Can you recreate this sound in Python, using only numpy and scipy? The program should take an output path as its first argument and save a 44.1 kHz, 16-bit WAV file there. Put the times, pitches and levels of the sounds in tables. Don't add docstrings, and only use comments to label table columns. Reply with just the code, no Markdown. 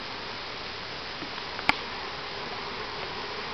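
import sys
import numpy as np
from scipy import signal
from scipy.fft import rfft, irfft, next_fast_len
from scipy.io import wavfile
from scipy.ndimage import uniform_filter1d

SR = 44100
rng = np.random.default_rng(int(sys.argv[2]) if len(sys.argv) > 2 else 0)


def gain_from_decibels(decibels):
    exponent = np.asarray(decibels, float) / 20
    return 10 ** exponent


def to_wav(sig):
    pcm = np.clip(np.atleast_2d(sig), -1, 1) * 32767
    pcm = np.round(pcm).astype(np.int16)
    wavfile.write(sys.argv[1], SR, pcm.T)


N = 155673

# time in seconds, level in dB.
SWARM_LEVEL = [
    (0.0, -40.5),
    (0.62, -45),
    (1.22, -43.5),
    (1.72, -36.5),
    (2.19, -40.5),
    (2.51, -38),
    (3.53, -36.5),
]
# multiple of the wingbeat rate, level in dB.
WING_OVERTONES = [(1, -11.5), (2, -0.5), (3, -21), (4, -1.5), (5, 0.5), (6, -2.5), (9, -6.5), (20, -19.5)]
# centre in Hz, width in Hz, gain in dB.
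SWARM_COLOUR = [(260, 36, 4.5), (390, 170, 1), (900, 370, 0), (2040, 820, -1.5)]
# frequency in Hz, density in dB per Hz.
HISS_SPECTRUM = [(12, -25), (20, -7), (43, -11.5), (303, -8), (411, -5.5), (954, -4), (2870, -8),
                 (4920, -7), (5400, -8.5), (7020, -49), (11900, -120)]
# frequency in Hz, level in dB.
MOTOR_TONES = [(72, -61.5), (107.8, -62.5), (145, -64), (591, -81)]
# frequency in Hz, level in dB, t60 in seconds.
CASE_MODES = [(120, -27.5, 0.01), (289, -15, 0.046), (808, -14.5, 0.0303), (872, -8.5, 0.04),
              (1153, -9.5, 0.036), (1374, -8.5, 0.027), (1704, -9, 0.025), (2115, -3, 0.019),
              (2294, -3, 0.017), (3000, -10.5, 0.017), (4600, -11.5, .014), (4910, -16, 0.02)]
# start in seconds, peak in dB, centre in Hz, width in Hz, t60 in seconds.
TOUCHES = [(1.2185, -29, 277, 151.6, 0.11), (1.218, -26.5, 1900, 900, .02),
           (1.2201, -27.5, 1000, 585, 0.021), (1.3799, -22.5, 1250, 1106, 0.015),
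           (1.383, -29.5, 3300, 693, 0.018), (1.590, -19.5, 1095, 1490, .022),
           (1.7200, -33, 2350, 300, .06), (2.463, -30.5, 280, 303, 0.053), (2.523, -32.5, 660, 200, 0.081),
           (3.028, -28, 400, 600, .04), (3.030, -25, 1900, 2020, 0.026)]

WING_HZ, WING_SPREAD, FAST_SHARE, WANDER, WANDER_PER_S, JITTER = 198.3, 0.05, 0.14, 0.035, 5.0, 0.022
NEAR_DB, NEAR_PER_S, BEAT_DB = 4.5, 4.96, 2.5
RUSTLE_DB, RUMBLE_DB = -47, -49
HISS_DB, HISS_FLICKER_DB, WHINE_HZ, WHINE_DB = -38.5, -0.17, 5011.9, -54
SCAN_HZ, SCAN_AT_S, SCAN_GAP_S, SCAN_DIP = 59.94, 0.0039, 0.0006, 0.5
KNOCK_S, KNOCK_DB, KNOCK_RISE_S = 1.69345, -1.6, 0.00016
SCRAPE_S, SCRAPE_PEAK_S, SCRAPE_DB = 1.71, 0.033, -38.5
SLOW, EDGE_HZ, EDGE_WIDTH_HZ, OFFSET, CLIP = 4, 5520, 1387, -0.0029, 0.712
FOLD_HZ = SR / SLOW / 2


def shaped(x, gain):
    n = next_fast_len(N)
    hz = np.arange(n // 2 + 1) * SR / n + 1e-3
    return irfft(rfft(x, n) * gain(hz), n)[:N]


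def level(x, db):
    return x * gain_from_decibels(db) / np.sqrt(np.mean(x ** 2))


def walk(rate, step=1):
    hold, n = int(SR / rate / step), -(-N // step)
    stairs = np.repeat(rng.standard_normal(400), hold)[:n + hold]
    smooth = uniform_filter1d(uniform_filter1d(stairs, hold), hold)
    return smooth[hold // 2:n + hold // 2] * 1.35


def peaks(hz, rows):
    return sum(gain_from_decibels(db) * 1j * hz * w / (f * f - hz * hz + 1j * hz * w) for f, w, db in rows)


def wing_stroke(size):
    k = np.arange(1, 21)
    overtones = gain_from_decibels(np.interp(k, *np.array(WING_OVERTONES).T))
    turn = rng.random(len(k))[:, None] + k[:, None] * np.arange(size) / size
    return overtones @ np.sin(2 * np.pi * turn)


def swarm(count=44):
    bees, size = np.zeros(N), 2048
    for _ in range(count):
        stroke = wing_stroke(size)
        own = WING_SPREAD * rng.standard_normal() + FAST_SHARE * rng.exponential()
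        drift = WANDER * walk(WANDER_PER_S, step=SLOW) + JITTER * walk(30, step=SLOW)
        phase = np.cumsum(WING_HZ * (1 + own + drift)) * SLOW / SR
        near_db = NEAR_DB * walk(NEAR_PER_S, step=SLOW) + BEAT_DB * walk(40, step=SLOW)
        bees[::SLOW] += stroke[(phase * size).astype(int) % size] * gain_from_decibels(near_db)
    bees = shaped(bees, lambda hz: peaks(hz, SWARM_COLOUR) * (hz < FOLD_HZ))
    s, db = np.array(SWARM_LEVEL).T
    return level(bees, 0) * gain_from_decibels(np.interp(np.arange(N) / SR, s, db) - 2.0)


def rustle():
    clicks = (rng.random(N) < 0.02) * rng.standard_normal(N) * gain_from_decibels(1.2 * walk(13))
    return level(shaped(clicks, lambda hz: peaks(hz, [(2320, 2500, 11.5), (1000, 800, -0.5)])), RUSTLE_DB)


def knock():
    u = np.maximum(np.arange(N) / SR - KNOCK_S, 0)
    ring = -sum(gain_from_decibels(db) * np.sin(2 * np.pi * hz * u) * 1000 ** (-u / t60) for hz, db, t60 in CASE_MODES)
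    ring = ring * (1 - np.exp(-(u / KNOCK_RISE_S) ** 2))
    return gain_from_decibels(KNOCK_DB) * ring / np.abs(ring).max()


def scrape():
    u = np.maximum(np.arange(N) / SR - SCRAPE_S, 0) / SCRAPE_PEAK_S
    grain = rng.standard_normal(N) * gain_from_decibels(1.0 * walk(60))
    grain = shaped(grain, lambda hz: peaks(hz, [(1060, 170, 2.0), (2200, 230, -4), (3200, 600, 6.0)]))
    return level(grain, SCRAPE_DB) * u * np.exp(1 - u)


def ticks():
    out, t = np.zeros(N), np.arange(N) / SR
    for s, db, hz, width, t60 in TOUCHES:
        burst = shaped(rng.standard_normal(N), lambda f: peaks(f, [(hz, width, 0)]) ** 2)
        burst = burst * (t > s) * 1000 ** (-np.maximum(t - s, 0) / t60)
        out += gain_from_decibels(db) * burst / np.abs(burst).max()
    return out


def camera():
    t = np.arange(N) / SR
    f, db = np.array(HISS_SPECTRUM).T
    hiss = shaped(rng.standard_normal(N),
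                  lambda hz: gain_from_decibels(np.interp(np.log(hz), np.log(f), db)) * (hz < FOLD_HZ))
    hiss = level(hiss, HISS_DB) * gain_from_decibels(HISS_FLICKER_DB * walk(12))
    whine = gain_from_decibels(WHINE_DB + 3) * np.sin(2 * np.pi * WHINE_HZ * t)
    from_scan = (((t - SCAN_AT_S) * SCAN_HZ + 0.5) % 1 - 0.5) / SCAN_HZ
    dip = 1 - SCAN_DIP * np.exp(-(from_scan / SCAN_GAP_S) ** 2)
    return dip * (hiss + whine)


def distance():
    t = np.arange(N) / SR
    air = shaped(rng.standard_normal(N), lambda hz: peaks(hz, [(91.4, 280, 0)])) * gain_from_decibels(0.96 * walk(2.5))
    motors = sum(gain_from_decibels(db + 1.5 + 2.6 * walk(2.3)) * np.sin(2 * np.pi * f * t) for f, db in MOTOR_TONES)
    return level(air, RUMBLE_DB) + motors


def scene():
    mono = swarm() + rustle() + knock() + scrape() + ticks() + camera() + distance()
    return np.tile(mono, (2, 1))


def top_cut(x):
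    return signal.sosfilt(signal.butter(12, 16500, fs=SR, output="sos"), x)


def record(dry):
    x = shaped(dry[0], lambda hz: hz < FOLD_HZ)
    x = x * SLOW * (np.arange(N) % SLOW == 0)
    x = shaped(x, lambda hz: np.sin(np.pi / 2 * np.clip(0.5 - (hz - EDGE_HZ) / EDGE_WIDTH_HZ, 0, 1)) ** 2
               + gain_from_decibels(-39) * (hz < 6300))
    x = np.clip(x + OFFSET, -CLIP, CLIP)
    return top_cut(np.tile(x, (2, 1)))


dry = scene()
out = record(dry)
to_wav(out)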